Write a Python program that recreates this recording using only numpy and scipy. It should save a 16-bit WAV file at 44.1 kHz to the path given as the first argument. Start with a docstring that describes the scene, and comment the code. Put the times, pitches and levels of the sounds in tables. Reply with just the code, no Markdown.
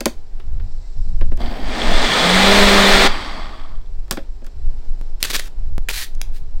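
"""On a breezy porch, a blender cup is locked onto its base, each impact exciting damped modes.
The motor labours in thick sauce, winds up, hums through rotating imbalance, cuts out and coasts;
shaft speed governs its whirr, rattle and churning. The cup is twisted free, then a knife punctures
and slits the film of a meat tray, releasing its tension in snaps and rips. The porch returns a short
echo, wind buffets the microphone and insects hiss far off."""
import sys
import numpy as np
from scipy import signal
from scipy.fft import rfft, irfft
from scipy.io import wavfile
from scipy.ndimage import uniform_filter1d

SR = 44100
rng = np.random.default_rng(int(sys.argv[2]) if len(sys.argv) > 2 else 0)


def put_to_file(sound):
    """Save the sound as 16-bit audio at rate SR, in the file named by the first command-line argument."""
    columns = np.atleast_2d(sound).T  # one column per channel
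    safe = np.clip(columns, -1, 1)
    whole_steps = np.round(safe * 32767)
    wavfile.write(sys.argv[1], SR, whole_steps.astype(np.int16))


N = 291060
T = np.arange(N) / SR
# power on, sauce breaks loose, lumps are chopped, top speed, power off
ON_S, LOOSE_S, SMOOTH_S, TOP_S, OFF_S = 1.375, 1.6, 2.34, 2.56, 3.075
LABOUR_HZ, FULL_HZ, KICK_S = 65.9, 200.5, .03  # shaft rate in packed sauce, top rate, start-up time

# churning sauce: frequency_hz, gain_db
CHURN_SPECTRUM = [(60, -20.5), (140, -8.5), (240, -8), (450, 1.5), (700, 0), (1400, -7), (2200, -4.5),
                  (2750, -6), (3700, -4), (4900, -10.5), (6000, -15.5), (8500, -21.5), (10000, -32),
                  (15500, -54)]
# resonances of the filled cup: centre_hz, width_hz, gain_db
CUP_RESONANCES = [(238, 40, 7.5), (585, 25, -5.5), (623, 28, 5), (800, 58, 4), (1064, 25, 6.5),
                  (1246, 94, 7), (1410, 100, 5.5), (1778, 240, 6.5), (2070, 210, 4), (2360, 79, 4.5),
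                  (3200, 200, 1), (4160, 200, 4), (8300, 880, 4.5)]
# cavitation, lumpy swirl and smooth swirl: frequency_hz, gain_db
FIZZ_SPECTRUM = [(3000, -19), (6500, .5), (10000, -2.5), (15500, -4.5)]
LUMPY_SPECTRUM = [(60, -12), (230, 2.5), (450, -5.5), (800, -6.5), (1500, -23.5), (5000, -38.5)]
SMOOTH_SPECTRUM = [(60, -33), (230, 4), (450, -10.5), (1200, -3.5), (2000, -18), (5000, -56)]
# cup resonances under swirling sauce: centre_hz, width_hz, gain_db
LUMPY_RESONANCES = [(255, 90, 5.6), (700, 230, 7.8)]
SMOOTH_RESONANCES = [(645, 90, 9.4), (1145, 220, 9.4)]
# hum of the unbalanced blade, one row per shaft order: start_s, fade_start_s, full_speed_level_db
HUM_ORDERS = [(2.2, 2.85, -16.3), (2.41, 3.06, -21.5), (2.42, 2.88, -22.3)]
# rotor and bearings: frequency_hz, gain_db
WHIRR_SPECTRUM = [(100, -24.5), (230, 1), (450, -7.5), (800, 1), (1400, -5), (2200, -5), (2750, -10.5),
                  (3700, -12), (4800, -14), (6000, -23), (8500, -29.5), (10000, -36), (15500, -42)]
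# resonances of the motor housing: centre_hz, width_hz, gain_db
HOUSING_RESONANCES = [(1810, 130, 4), (2100, 73, 3), (3160, 110, 6), (3384, 181.5, 7.5), (3950, 80, 3),
                      (4400, 118, 4.5), (4690, 260, 9), (5440, 120, 7), (7860, 280, 9), (8760, 490, 5)]
# loose drive coupling: frequency_hz, gain_db
RATTLE_SPECTRUM = [(200, -6.5), (1200, 1), (2000, 2.5), (2700, -1.5), (3600, 7), (4800, -8.5),
                   (6000, -14.5), (8700, -25), (11000, -29)]
# sauce lumps strike the blade: start_s, level_db
LUMP_STRIKES = [(1.416, -29), (1.460, -27), (1.817, -16.5)]
# brush friction: frequency_hz, gain_db
BRUSH_SPECTRUM = [(1500, -16), (3300, 3.5), (5000, -6), (6500, -10.5), (9000, -17.5), (11000, -44.5)]
# housing resonances excited by the brushes: centre_hz, width_hz, gain_db
BRUSH_RESONANCES = [(3450, 220, 17), (4800, 200, 12), (8800, 340, 14)]

# impacts of cup, latch and switch: start_s, clack_db, body_db, tick_db
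IMPACTS = [(.006, -21.5, -19, -18), (.057, -11, -6, -8), (.398, -34, -44, -50), (.598, -37.5, -44, -62),
           (1.21, -26.5, -21, -45), (1.317, -33, -23.5, -65), (1.373, -35, -35, -41), (4.08, -44, -43, -53),
           (4.11, -14, -24.5, -9.5), (4.124, -24, -22, -20), (4.171, -22, -18, -39),
           (4.186, -33, -25.5, -53), (4.417, -45.5, -33, -61), (4.445, -42, -42, -46),
           (4.465, -39, -39, -39)]
# modes of the base and cup: pitch_hz, level_db, t60_s
BODY_MODES = [(239, 1, 0.07), (295, -0.5, 0.042), (353, 2, 0.054), (480, -4, .05), (551, -8.5, 0.11),
              (640, -9, 0.07), (782, -7.5, 0.044), (1039, -16, 0.061), (1630, -22, 0.086)]
# hollow clack of plastic: frequency_hz, gain_db
CLACK_SPECTRUM = [(150, 8.5), (500, 4), (1600, 0.5), (3300, -2.5), (5000, -12.5), (9000, -48), (16000, -62)]
# bright contact tick: frequency_hz, gain_db
TICK_SPECTRUM = [(1000, -22), (3000, -12), (4500, -7), (8500, -9.5), (11000, -16), (16000, -15)]
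# resonances of struck plastic: centre_hz, width_hz, gain_db
CLACK_RESONANCES = [(1510, 690, 5), (2780, 500, 1)]
TICK_RESONANCES = [(4660, 900, 4), (11700, 2000, 2.6)]

# the film snaps under the knife: start_s, level_db, pitch_hz, t60_s
FILM_SNAPS = [(5.228, -2, 4400, 0.013), (5.239, -12, 4000, 0.013), (5.316, -18, 4500, 0.0068),
              (5.887, -10.5, 2550, 0.014), (5.891, -10.5, 2800, 0.012), (5.9, -37, 6900, 0.032),
              (6.044, -26, 8000, .008), (6.150, -39, 6000, 0.014), (6.215, -13, 4340, 0.0096)]
# the knife tears through the film: start_s, end_s, level_db
FILM_TEARS = [(5.203, 5.224, -42.5), (5.234, 5.409, -34), (5.247, 5.258, -22.5), (5.299, 5.312, -24),
              (5.332, 5.347, -24.5), (5.346, 5.367, -20), (5.394, 5.399, -24), (5.406, 5.482, -42),
              (5.897, 5.915, -25)]
# the knife slides along the film: start_s, end_s, level_db
KNIFE_STROKES = [(5.888, 6.03, -26.5), (6.32, 6.37, -42.5)]
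# snapping, tearing and slitting film: frequency_hz, gain_db
SNAP_SPECTRUM = [(200, -.5), (700, 2), (1100, -4.5), (1700, 2.5), (2800, .5), (5000, -5), (16000, 0)]
TEAR_SPECTRUM = [(150, -7.5), (250, -6.5), (318, -6), (372, -2), (624, -10), (867, -7), (1380, -4.5),
                 (1820, -1), (1990, -3), (3960, -3), (15500, -15.5)]
SLIT_SPECTRUM = [(300, -23), (800, -13.5), (1250, -8), (1650, -0.5), (3000, -3.5), (4000, 0.5), (5500, -5),
                 (7000, -7), (10000, -8), (15500, -11)]

# long and short parts of the porch echo: frequency_hz, gain_db
LONG_ECHO_SPECTRUM = [(100, -1), (600, -5), (4000, .5), (8000, -5), (14000, -20.5)]
SHORT_ECHO_SPECTRUM = [(2000, -16), (7000, -1), (16000, 1.5)]
# gusts strike the microphone: start_s, end_s, level_db
WIND_GUSTS = [(.43, .63, -23), (.94, 1.33, -20), (1.58, 1.66, -21.5), (1.83, 1.98, -23.5),
              (2.33, 2.66, -28.5), (2.92, 3.08, -26), (3.65, 3.93, -36), (4.52, 4.78, -30.5),
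              (5.56, 5.73, -24.5), (6.12, 6.6, -35.5)]
# deep rumble and buffeting of the wind: frequency_hz, gain_db
RUMBLE_SPECTRUM = [(1, -31), (5, 1.5), (9, 1), (14, 9), (25, -4), (40, -18.5), (70, -25.5), (120, -48),
                   (400, -103)]
BUFFET_SPECTRUM = [(10, -19), (30, 11), (45, -0.5), (70, -1), (120, -16.5), (200, -25.5), (400, -55),
                   (1000, -86.5)]
# dull pops in the rumble: start_s, level_db
RUMBLE_POPS = [(5.0132, -25), (5.781, -13.5)]
# garden air and distant insects: frequency_hz, gain_db
AIR_SPECTRUM = [(100, 4.5), (250, 1), (420, 2), (550, -4), (800, -2.5), (1100, -10.5), (2000, -15),
                (3000, -17.5), (7000, -28), (10000, -32.5), (15500, -36)]
INSECT_SPECTRUM = [(2800, -21), (4000, 1.5), (4700, 0), (5400, 1.5), (6500, -9.5), (7600, -2),
                   (8600, -14.5), (10000, -43.5)]
# nearer insects join in: start_s, end_s, level_db
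INSECT_SWELLS = [(.55, 1.05, -64), (4.45, 5.1, -75)]


def blender(cut_s=.0014, smoothing_s=.15):
    """Rotating machinery: one shaft paces every source, under a load that falls as lumps are chopped."""
    speed_hz = shaft()
    pace = speed_hz / FULL_HZ
    turns = np.cumsum(speed_hz) / SR
    power = held(ON_S, OFF_S, KICK_S, cut_s)
    lumps = 1 / (1 + np.exp((T - SMOOTH_S) / smoothing_s))
    return (brushes(pace, turns, power) + sauce(pace, turns, power) + swirl(pace, lumps, power)
            + hum(pace, turns) + motor(pace, turns, lumps))


def shaft(windup_exponent=1.42, sag_hz_per_s=11, drag_s=.68, friction_hz=73.7):
    """Rotation rate rises as the load yields; unpowered, viscous drag and dry friction stop it."""
    shortfall = (1 - ramp(LOOSE_S, TOP_S - LOOSE_S)) ** windup_exponent
    sag_hz = sag_hz_per_s * (np.clip(T, TOP_S, OFF_S) - TOP_S)
    driven_hz = (FULL_HZ - (FULL_HZ - LABOUR_HZ) * shortfall - sag_hz) * ramp(ON_S, KICK_S)
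    drag = np.exp(-np.maximum(T - OFF_S, 0) / drag_s)
    speed_hz = np.maximum((driven_hz + friction_hz) * drag - friction_hz, 0)
    return speed_hz * (1 + .002 * wander(25))


def sauce(pace, turns, power, churn_db=-12.5, aeration_db_per_s=2, wake_db=-13, fizz_db=-20):
    """Blade passage modulates the churning and leaves a periodic wake; cavitation adds fizz at speed."""
    blade_passage = 1 + .25 * np.cos(2 * np.pi * 2 * turns)  # two tips
    level = amp(churn_db + aeration_db_per_s * (T - TOP_S) + .46 * wander(21))
    stir = level * pace ** 2.18 * ramp(LOOSE_S, .15) * power * blade_passage
    wake = unit(sum(amp(3 * wander(9)) / order * np.sin(2 * np.pi * (order * turns + rng.random()))
                    for order in range(4, 14)))
    slapping = noise() + amp(-9) * grains(500, 3.43)
    churn = colour(stir * slapping, CHURN_SPECTRUM, CUP_RESONANCES)
    fizz = colour(stir * noise() * pace ** 2.2, FIZZ_SPECTRUM)
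    return churn + amp(wake_db) * stir * wake + amp(fizz_db) * fizz


def hum(pace, turns, speed_exponent=5.2, waver_db=.4):
    """Rotating imbalance forces the base at the first shaft orders, easing as the sauce evens out."""
    vibration = np.zeros(N)
    for order, (start, end, db) in enumerate(HUM_ORDERS, 1):
        level = amp(db + waver_db * wander(9.9)) * held(start, end, attack_s=.049, release_s=.2)
        vibration += level * np.sqrt(2) * np.sin(2 * np.pi * order * turns)
    return vibration * pace ** speed_exponent * held(ON_S, OFF_S, KICK_S, release_s=.009)


def motor(pace, turns, lumps, whirr_db=-24, load_db=4.5, rattle_db=-30, scatter_db=2.5):
    """Bearing noise and one knock of the loose coupling per turn excite the housing's resonances."""
    pulsing = 1 + .15 * np.cos(2 * np.pi * turns)
    whirr = amp(whirr_db + load_db * lumps) * pace ** 1.81 * noise() * pulsing
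    turn_starts = np.flatnonzero(np.diff(np.floor(turns)))
    strength, lateness = rng.standard_normal((len(turn_starts), 2)).T
    knock_s = T[turn_starts] + .1 * lateness / (FULL_HZ * pace[turn_starts])
    knock_db = rattle_db + scatter_db * strength + 20 * np.log10(pace[turn_starts])
    knocks = np.zeros(N)
    for start, db in [*LUMP_STRIKES, *zip(knock_s, knock_db)]:
        add(knocks, start, amp(db) * burst(t60_s=.021, size=2048))
    rattle = colour(knocks, RATTLE_SPECTRUM, HOUSING_RESONANCES)
    return colour(whirr, WHIRR_SPECTRUM, HOUSING_RESONANCES) + rattle


def brushes(pace, turns, power, rub_db=-27, onset_pace=.62, onset_width=.019):
    """Above a threshold speed, brush friction on the commutator excites narrow housing resonances."""
    grip = power / (1 + np.exp((onset_pace - pace) / onset_width))
    chatter = 1 + .83 * np.cos(2 * np.pi * turns)
    rub = grip * chatter * noise() * amp(rub_db + 1.5 * wander(40))
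    return colour(rub, BRUSH_SPECTRUM, BRUSH_RESONANCES)


def swirl(pace, lumps, power, driven_db=-36, lumps_db=14, coast_db=-35, settle_pace=.38):
    """Unsteady flow excites the cup: lumpy sauce gurgles low, smooth coasting sauce rings higher."""
    flow = unit(noise() + grains(300, 1.9)) * amp(2.3 * wander(27))
    driven = amp(driven_db + lumps_db * lumps) * pace ** 1.11 * power
    coasting = amp(coast_db) * np.tanh(pace / settle_pace) ** 2 * (T >= OFF_S)
    gurgle = colour(flow * driven, LUMPY_SPECTRUM, LUMPY_RESONANCES)
    return gurgle + colour(flow * coasting, SMOOTH_SPECTRUM, SMOOTH_RESONANCES)


def plastic_impacts(clack_rise_s=.0016, body_rise_s=.0056):
    """Impact excitation: a contact tick, a hollow clack, then the damped modes of the heavy base."""
    clack, tick, body = np.zeros((3, N))
    t = T[:SR // 2]
    clack_rise = 1 - np.exp(-t / clack_rise_s)
    body_rise = 1 - np.exp(-(t / body_rise_s) ** 2)
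    for start, clack_db, body_db, tick_db in IMPACTS:
        add(clack, start, amp(clack_db) * burst(t60_s=.042) * clack_rise)
        add(tick, start, amp(tick_db) * burst(t60_s=.018))
        for hz, db, t60_s in BODY_MODES:
            detune = 1 + .008 * rng.standard_normal()
            mode = np.sin(2 * np.pi * (hz * detune * t + rng.random()))
            add(body, start, amp(body_db + db) * body_rise * decay(t60_s) * mode)
    clack = colour(clack, CLACK_SPECTRUM, CLACK_RESONANCES)
    return clack + colour(tick, TICK_SPECTRUM, TICK_RESONANCES) + body


def knife(ring_q=2.66):
    """Sudden release of tension makes the film snap and rip; friction along the edge makes it hiss."""
    snaps = np.zeros(N)
    for start, db, hz, t60_s in FILM_SNAPS:
        crack = burst(t60_s)
        ring = signal.lfilter(*signal.iirpeak(hz, ring_q, fs=SR), crack)
        add(snaps, start, amp(db) * (.397 * crack + 2.506 * ring))
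    pull = sum(amp(db) * (T > start) * (T < end) for start, end, db in FILM_TEARS)
    rips = uniform_filter1d(pull, size=130) * unit(noise() + grains(2500, 2.6))
    strokes = swells(KNIFE_STROKES, attack_s=.075, release_s=.016)
    hiss = strokes * unit(noise() + grains(2500, 2.4)) * amp(1.5 * wander(83))
    return colour(snaps, SNAP_SPECTRUM) + colour(rips, TEAR_SPECTRUM) + colour(hiss, SLIT_SPECTRUM)


def porch(direct, wet_db=-14, delay_s=.006):
    """Reflections from siding, floor and roof form a short reverberation whose treble dies first."""
    long_tail, short_tail = np.zeros((2, N))
    add(long_tail, delay_s, burst(t60_s=.22))
    add(short_tail, delay_s, burst(t60_s=.18))
    echo = colour(long_tail, LONG_ECHO_SPECTRUM) + 1.3 * colour(short_tail, SHORT_ECHO_SPECTRUM)
    echo = echo[:SR // 2]
    return direct + amp(wet_db) * signal.fftconvolve(direct, echo / np.linalg.norm(echo))[:N]


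def wind(breeze_db=-42, rumble_db=-22, flutter_db=2.5):
    """Turbulent pressure buffets the microphone; a deep rumble grows as the square root of its force."""
    gusts = swells(WIND_GUSTS, attack_s=.056, release_s=.09)
    force = (amp(breeze_db) + gusts) * amp(flutter_db * wander(9))
    rumble = unit(colour(noise(), RUMBLE_SPECTRUM)) * amp(rumble_db) * np.sqrt(force / amp(breeze_db))
    return rumble + unit(colour(noise(), BUFFET_SPECTRUM)) * force


def pops():
    """A decaying step has mostly low-frequency energy, so a jump in the rumble is heard as a dull pop."""
    steps = np.zeros(N)
    for start, db in RUMBLE_POPS:
        add(steps, start, amp(db) * decay(t60_s=.09))
    return steps


def garden(air_db=-51, chorus_db=-65.5, chirp_db=-59, chirp_hz=2050):
    """Incoherent insect calls merge into a high hiss over soft air noise and one faint tonal chirp."""
    air = colour(noise(), AIR_SPECTRUM) * amp(air_db + .84 * wander(3.3))
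    chorus = amp(chorus_db) + swells(INSECT_SWELLS, attack_s=.23, release_s=.2)
    insects = colour(noise(), INSECT_SPECTRUM) * chorus * amp(1.1 * wander(30))
    chirp = held(.82, .854, attack_s=.03, release_s=.02) * np.sin(2 * np.pi * chirp_hz * T)
    return air + insects + amp(chirp_db) * chirp


def amp(db):
    """Amplitude ratio of a level in decibels."""
    return 10 ** (np.asarray(db) / 20)


def ramp(start_s, rise_s):
    """Linear rise from 0 to a steady 1."""
    return np.clip((T - start_s) / rise_s, 0, 1)


def held(start_s, end_s, attack_s, release_s):
    """Envelope with linear attack, hold and exponential release."""
    return ramp(start_s, attack_s) * np.exp(-np.maximum(T - end_s, 0) / release_s)


def swells(rows, attack_s, release_s):
    """Superposition of held envelopes."""
    return sum(amp(db) * held(start, end, attack_s, release_s) for start, end, db in rows)


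def unit(x):
    """Normalisation to rms 1."""
    return x / np.sqrt(np.mean(x ** 2))


def noise():
    """Gaussian white noise."""
    return rng.standard_normal(N)


def wander(cutoff_hz):
    """Low-pass noise: a smooth fluctuation of rms 1."""
    return unit(signal.sosfilt(signal.butter(2, cutoff_hz, fs=SR, output="sos"), noise()))


def grains(rate_per_s, spread_db):
    """Shot noise: random impulses of uneven size, rms 1."""
    impulses = (rng.random(N) < rate_per_s / SR) * np.sign(noise())
    return unit(impulses * amp(spread_db * rng.uniform(-2, 2, N)))


def colour(x, spectrum, resonances=(), taps=16384):
    """Minimum-phase filter from a spectrum and resonances; white noise keeps its power."""
    freqs = np.maximum(np.fft.rfftfreq(2 * taps, 1 / SR), 1)
    hz, db = np.transpose(spectrum)
    gain_db = np.interp(np.log(freqs), np.log(hz), db)
    for centre_hz, width_hz, lift_db in resonances:
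        gain_db += lift_db / (1 + (2 * (freqs - centre_hz) / width_hz) ** 2)
    cepstrum = irfft(np.log(unit(amp(gain_db))))
    cepstrum[1:taps] *= 2  # folding onto positive time makes the filter causal
    cepstrum[taps + 1:] = 0
    response = irfft(np.exp(rfft(cepstrum)))[:taps]
    return signal.fftconvolve(x, response)[:N]


def decay(t60_s, size=SR // 2):
    """Exponential damping by 60 dB in t60_s."""
    return np.exp(-np.log(1000) * T[:size] / t60_s)


def burst(t60_s, size=SR // 2):
    """Exponentially damped noise."""
    return decay(t60_s, size) * rng.standard_normal(size)


def add(track, start_s, sound):
    """Superposition of a delayed sound on a track."""
    i = max(int(start_s * SR), 0)
    track[i:i + len(sound)] += sound[:N - i]


def scene():
    """Sound pressures add at one microphone on the counter; the near sources excite the porch echo."""
    background = wind() + garden() + pops()
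    return (background + porch(plastic_impacts() + knife() + blender()))[None]


def record(dry, cutoff_hz=15850):
    """Clipping holds peaks to full scale; a steep low-pass then limits the bandwidth."""
    lowpass = signal.ellip(10, .2, 70, cutoff_hz, fs=SR, output="sos")
    return signal.sosfilt(lowpass, np.clip(dry, -1, 1))


dry = scene()
out = record(dry)
put_to_file(out)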